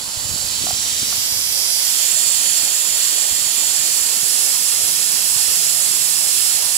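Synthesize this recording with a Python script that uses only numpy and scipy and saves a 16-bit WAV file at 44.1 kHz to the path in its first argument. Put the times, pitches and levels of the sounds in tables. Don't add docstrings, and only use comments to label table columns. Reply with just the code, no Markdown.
import sys
import numpy as np
from scipy import signal
from scipy.io import wavfile
from scipy.ndimage import uniform_filter1d

SR = 44100
rng = np.random.default_rng(int(sys.argv[2]) if len(sys.argv) > 2 else 0)


def digitize_waveform(pressure):
    field = np.atleast_2d(pressure).T
    bounded = np.clip(field, -1, 1)
    quanta = np.round(bounded * 32767).astype(np.int16)
    wavfile.write(sys.argv[1], SR, quanta)


N = 298557
SIZE, HOP = 1024, 256

# time in seconds, pose (0 far, 1 closer, 2 swinging, 3 over the frame, 4 tilted down).
POSE_PATH = [(0, 0), (.45, 0), (.8, 1), (.95, 1), (1.3, 2), (1.72, 2), (2.1, 3), (3.6, 3), (4.4, 4),
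             (6.77, 4)]


def gain_of(db):
    return 10 ** (np.asarray(db) / 20)


def evened(x):
    return x / np.sqrt(np.mean(abs(x) ** 2) + 1e-20)


def read(points, hz):
    f, value = np.transpose(points)
    return np.interp(np.log(hz + 1), np.log(f + 1), value)


def follow(rows, t):
    s, *columns = np.transpose(rows)
    return np.array([np.interp(t, s, c) for c in columns])


def add(mix, s, sound):
    part = mix[:, round(s * SR):][:, :sound.shape[1]]
    part += sound[:, :part.shape[1]]


def grid():
    return np.fft.rfftfreq(SIZE, 1 / SR), np.arange(N // HOP + 5) * HOP / SR


def noise_pair(coherence):
    hz, t = grid()
    a, b, c, d = rng.standard_normal((len(t), len(hz), 4)).T
    right = a + 1j * b
    independent = c + 1j * d
    left = coherence * right + np.sqrt(1 - abs(coherence) ** 2) * independent
    return np.array([left, right])


def sound_of(z, colour_db):
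    gain = gain_of(colour_db)
    gain_rms = np.sqrt((gain ** 2).mean(-2, keepdims=True))
    x = signal.istft(z * gain / gain_rms, nperseg=SIZE, noverlap=SIZE - HOP)[1]
    return np.array([evened(c[:N]) for c in x])


def smooth_chance(shape, *spans):
    x = rng.standard_normal(shape)
    for axis, span in enumerate(spans):
        for _ in range(2):
            x = uniform_filter1d(x, int(span), axis)
    return evened(x)


def pose_share():
    return np.maximum(1 - abs(follow(POSE_PATH, grid()[1]) - np.arange(5)[:, None]), 0)


def hum():
    # middle of the fade-in in seconds, middle of the fade-out in seconds, level in dB.
    hum_spans = [(4.65, 5.2, -56), (5.5, 6.25, -52)]
    centre_hz, width_hz, fade_s = 154.6, 2.8, .2
    t = np.arange(N) / SR
    pole = np.exp(-np.pi * width_hz / SR)
    drive = rng.standard_normal(N) + 1j * rng.standard_normal(N)
    envelope = signal.lfilter([1], [1, -pole], drive)
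    tone = (envelope * np.exp(2j * np.pi * centre_hz * t)).real
    level = 0
    for start, end, db in hum_spans:
        level = level + gain_of(db) * np.clip(np.minimum(t - start, end - t) / fade_s + .5, 0, 1)
    return evened(tone) * level


def wind(lumpy_db=2.5):
    # time in seconds, left level in dB, right level in dB, both before the lumps.
    wind_levels = [(0, -43.5, -49), (.7, -36, -47), (1, -43, -48), (1.4, -42.5, -49), (1.75, -53, -58),
                   (4.5, -65, -57), (5.3, -51, -55), (5.7, -63, -57), (6.77, -58, -52)]
    # frequency in Hz, relative density in dB per Hz.
    wind_spectrum = [(20, -24), (45, -4), (70, 4.5), (130, -12), (250, -7), (500, -35), (1000, -60)]
    rumble = sound_of(noise_pair(0), read(wind_spectrum, grid()[0])[None, :, None])
    lumps = lumpy_db * smooth_chance((N, 2), 500).T
    return rumble * gain_of(follow(wind_levels, np.arange(N) / SR) + lumps)


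def roar(coherence, patchy_db=1.5):
    # frequency in Hz, relative density in dB per Hz.
    roar_spectrum = [(25, -24), (60, -3), (140, -3.5), (300, -3), (680, 0), (1100, 0), (1550, -1),
                     (1900, -10), (2600, -12), (4000, -60)]
    # frequency in Hz, left over right in dB.
    roar_balance = [(60, 1), (250, -3), (600, -4), (1100, -4.5), (1600, -2)]
    far_db, near_gain_db = [[-41.5], [-39]], 1.78
    hz, t = grid()
    z = noise_pair(coherence)
    z *= gain_of(patchy_db * smooth_chance((len(t), len(hz)), 10, 5).T)
    side = np.array([.5, -.5])[:, None] * read(roar_balance, hz)
    x = sound_of(z, (read(roar_spectrum, hz) + side)[:, :, None])
    near = np.clip(follow(POSE_PATH, np.arange(N) / SR) - 2, 0, 1)
    return x * gain_of(far_db + near_gain_db * near)


def faint_buffets(count=14):
    typical_db, spread_db, lean_db = -34.5, 1, 4
    low_hz, high_hz = 72, 180
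    when, size, pitch, side = rng.random((count, 4)).T
    level_db = typical_db + spread_db * (2 * size - 1)
    hz = low_hz * (high_hz / low_hz) ** pitch
    return list(zip(when * N / SR, level_db, hz, 2 * side * lean_db))


def buffets(swings=1.04, rise_cycles=.3):
    # start in seconds, level in dB of the sine before its envelope,
    # frequency in Hz, left over right in dB.
    strong_buffets = [(0.168, -26, 86.1, 16), (0.25, -21, 94.2, 22), (0.29, -26, 105, 14),
                      (0.309, -18, 83.4, 25), (0.338, -22, 140, 15), (0.359, -23, 205, 20),
                      (0.614, -23, 129, 17.5), (0.639, -17.5, 300, 24), (0.691, -27, 164, 15),
                      (0.728, -20, 88.8, 19), (1.018, -23, 127, 20.5), (1.029, -17.5, 230, 21),
                      (1.179, -25, 132, -14), (1.319, -26, 99.6, 15), (1.369, -29, 99.6, -14),
                      (2.632, -28, 259, 5), (3.31, -29, 62, 12), (3.327, -30, 127, 16),
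                      (4.229, -28, 143, 14), (4.829, -31, 91.5, 17), (5.358, -30, 110, 6.5),
                      (5.479, -33, 70, 9)]
    out = np.zeros((2, N))
    for s, db, hz, pan_db in strong_buffets + faint_buffets():
        turns = hz * np.arange(4000) / SR
        envelope = np.exp(-(turns / swings) ** 2) * np.minimum(turns / rise_cycles, 1)
        port_db = db + np.minimum([[pan_db], [-pan_db]], 0)
        add(out, s, np.sin(2 * np.pi * turns) * envelope * gain_of(port_db))
    return out


def knocks(rise_s=.003, rattle=.3):
    # start in seconds, level in dB, extra level in dB of the modes above the first.
    knock_rows = [(0.667, -17, -7), (0.685, -20.5, -9), (0.706, -17, -10), (1.124, -30, 8)]
    # frequency in Hz, relative level in dB, 60 dB decay time in seconds.
    body_modes = [(733, 4, 0.024), (1175, -1, 0.03), (1386, -1.5, 0.032)]
    out, t = np.zeros((2, N)), np.arange(2500) / SR
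    for s, db, bright_db in knock_rows:
        ring = np.zeros(len(t))
        for k, (hz, mode_db, t60) in enumerate(body_modes):
            level_db = mode_db + min(k, 1) * bright_db - 60 * t / t60
            ring += gain_of(level_db) * np.sin(2 * np.pi * hz * t)
        ring *= 1 + rattle * smooth_chance(len(t), 30)
        add(out, s, gain_of(db) * ring * np.minimum(t / rise_s, 1) * gain_of([[-.5], [.6]]))
    return out


def port_relation(likeness=1.2, least=.08, wander=.2):
    # lead of the left port in milliseconds,
    # then the relative weight far or closer, swinging, and over the frame or tilted.
    copy_rows = [(1.279, 0.04, -0.0, -0.05), (0.783, -0.09, -0.08, -0.09), (0.67, -0.06, -0.12, 0.02),
                 (0.603, -0.08, -0.0, -0.05), (0.453, 0.12, -0.02, 0.02), (0.292, 0.01, 0.07, 0.15),
                 (0.215, 0.11, -0.0, -0.13), (0.152, -0.01, 0.14, 0.01), (0.066, 0.0, 0.03, 0.15),
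                 (0.035, 0.16, -0.01, -0.05), (-0.009, 0.08, -0.09, 0.1), (-0.072, -0.02, 0.14, 0.01),
                 (-0.168, 0.07, 0.11, 0.02), (-0.233, -0.0, 0.14, -0.02), (-0.391, 0.05, 0.01, 0.09),
                 (-0.526, -0.02, 0.09, -0.03), (-0.799, -0.02, 0.04, -0.06), (-1.544, 0.02, 0.01, 0.07)]
    hz, copies, share = grid()[0], np.array(copy_rows), pose_share()
    weights = copies[:, [1, 1, 2, 3, 3]] @ share
    total = np.exp(2j * np.pi * hz[:, None] * copies[:, 0] / 1000) @ weights
    stray = wander * smooth_chance((len(hz), len(share)), 4) @ share
    return np.clip(least + likeness * abs(total), 0, .8) * np.exp(1j * (np.angle(total) + stray))


def port_colour(jet, humps, share, ripple_db):
    hz, humps = grid()[0], np.array(humps)
    shapes = np.exp(-2 * ((hz[:, None] - humps[:, 0]) / humps[:, 1]) ** 2)
    ripple = ripple_db * smooth_chance((len(hz), len(share)), 2)
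    return read(jet, hz)[:, None] + (shapes @ humps[:, 2:] + ripple) @ share


def hiss(coherence, ripple_db=1.9, patchy_db=.8, tremor_db=.9, flutter_db=.25):
    # time in seconds, left level in dB, right level in dB.
    hiss_levels = [(0, -29.7, -23), (.3, -28, -19), (.6, -25, -17.5), (1.1, -22.5, -16.5),
                   (1.65, -23.5, -14), (2.05, -22.8, -12), (2.68, -22, -12.5), (2.85, -24, -13.5),
                   (3.03, -21.8, -12.4), (3.45, -24, -13.5), (3.65, -22.5, -12.5), (4.03, -23, -13.2),
                   (4.8, -22, -12.5), (4.97, -22, -13), (5.25, -22, -12.5), (6.2, -23, -12.6),
                   (6.45, -22, -11.7), (6.77, -23, -13)]
    # frequency in Hz, relative density in dB per Hz.
    left_jet = [(500, -55), (1200, -22.6), (1800, -12.5), (2500.0, -9.5), (4000.0, -4.9), (6000.0, -9.2),
                (8000.0, -8.4), (11000.0, -8.2), (13500.0, -13.3), (15900.0, -17.1)]
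    right_jet = [(500, -55), (1200, -31.8), (1800, -23.0), (2500.0, -21.0), (4000.0, -10.2), (6000.0, -7.7),
                 (8000.0, -6.4), (11000.0, -13.3), (13500.0, -17.3), (15900.0, -23.1)]
    # centre in Hz, width in Hz (two standard deviations),
    # then the height in dB far, closer, swinging, over the frame and tilted down.
    left_humps = [(2600, 180, -0.7, -1.7, -1.0, 2.7, 1.2), (3350, 340, -3.1, -2.9, 0.7, 2.4, 1.0),
                  (3600, 350, -1.3, 0.8, -1.1, -3.1, -3.7), (4420, 560, 5.3, 4.1, 3.4, 2.7, 0.8),
                  (4950, 340, 2.3, 6.0, 1.8, 2.6, 2.5), (5590, 690, 6.9, 6.8, 5.2, 6.2, 6.0),
                  (6130, 190, 3.6, 1.3, 2.2, 3.4, 1.8), (6800, 230, 1.4, -0.1, -1.2, -4.6, -4.8),
                  (7190, 200, -2.9, 0.5, 0.0, 3.0, 2.0), (7420, 130, -0.7, 0.3, -0.1, -5.0, -4.3),
                  (8490, 480, -3.0, -0.7, -1.7, -0.1, 1.8), (9290, 800, -1.2, -1.0, -4.4, -3.4, -2.5),
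                  (9980, 540, 0.7, 0.3, -1.7, 3.0, 0.3), (11040, 360, -2.8, -1.6, -1.2, 1.1, 5.6),
                  (11900, 1330, -6.2, -3.9, -4.8, -2.2, -0.6), (13170, 840, 5.1, 4.9, 5.4, 5.5, 3.3),
                  (14260, 850, -3.5, -0.3, -2.4, 4.1, 5.8), (15250, 410, -2.1, -2.8, -0.8, 2.2, 2.7)]
    right_humps = [(2530, 370, 2.8, 0.8, 3.9, 1.0, 0.9), (3100, 530, 4.2, 3.7, 2.6, 1.8, 0.9),
                   (3940, 420, 1.9, -0.6, -2.7, -3.2, -4.4), (4500, 250, 7.2, 1.0, -1.9, -0.9, 1.6),
                   (4990, 190, 3.0, -0.3, -0.2, -4.0, -3.0), (5190, 930, -2.2, -0.5, 5.5, 0.0, 0.9),
                   (5250, 200, 3.8, -1.9, 0.7, -1.8, 2.0), (6080, 630, -1.6, 0.3, 0.4, -5.4, -7.8),
                   (6460, 200, -1.3, -5.7, 0.9, 2.3, 2.6), (7280, 780, 5.6, 3.1, -1.1, 5.0, 3.1),
                   (7780, 470, 2.3, 2.6, 1.8, 3.1, 2.6), (7970, 130, 1.7, -0.7, 0.8, -2.0, -0.5),
                   (8770, 1160, -4.4, -8.3, -1.8, 0.8, 0.9), (10110, 290, 10.3, 7.6, 7.1, 1.2, -0.9),
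                   (10600, 380, 3.1, 5.9, 5.6, 0.2, -2.0), (10770, 1480, -0.4, -1.6, 1.0, 2.4, 7.8),
                   (12110, 750, -3.1, -7.3, -1.9, -3.6, -3.8), (13270, 940, 3.1, 1.8, 8.0, 0.9, -0.4),
                   (13540, 200, 0.2, 0.5, -2.0, 3.4, 2.9), (15330, 690, 1.8, -1.0, -1.6, 0.6, 3.3)]
    (hz, t), share = grid(), pose_share()
    colour = np.array([port_colour(left_jet, left_humps, share, ripple_db),
                       port_colour(right_jet, right_humps, share, ripple_db)])
    patches = smooth_chance((len(t), len(hz), 2), 12, 5).T
    tremor = smooth_chance((len(t), len(hz), 2), 18, 50).T * hz[:, None] / 13000
    flutter = smooth_chance(len(t), 5)
    sway_db = patchy_db * patches + tremor_db * tremor + flutter_db * flutter
    z = noise_pair(coherence) * gain_of(sway_db)
    return sound_of(z, colour) * gain_of(follow(hiss_levels, np.arange(N) / SR))


def scene():
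    coherence = port_relation()
    background = hum() + wind() + roar(coherence)
    return background + buffets() + knocks() + hiss(coherence)


def record(dry):
    rolled = signal.sosfilt(signal.butter(2, 45, "high", fs=SR, output="sos"), dry)
    soft = 1.5 * np.tanh(rolled / 1.5)
    edge_hz = 15740
    band_limit = signal.firwin(1023, edge_hz, window=("kaiser", 9), fs=SR)
    return signal.oaconvolve(soft, band_limit[None], "same")


dry = scene()
out = record(dry)
digitize_waveform(out)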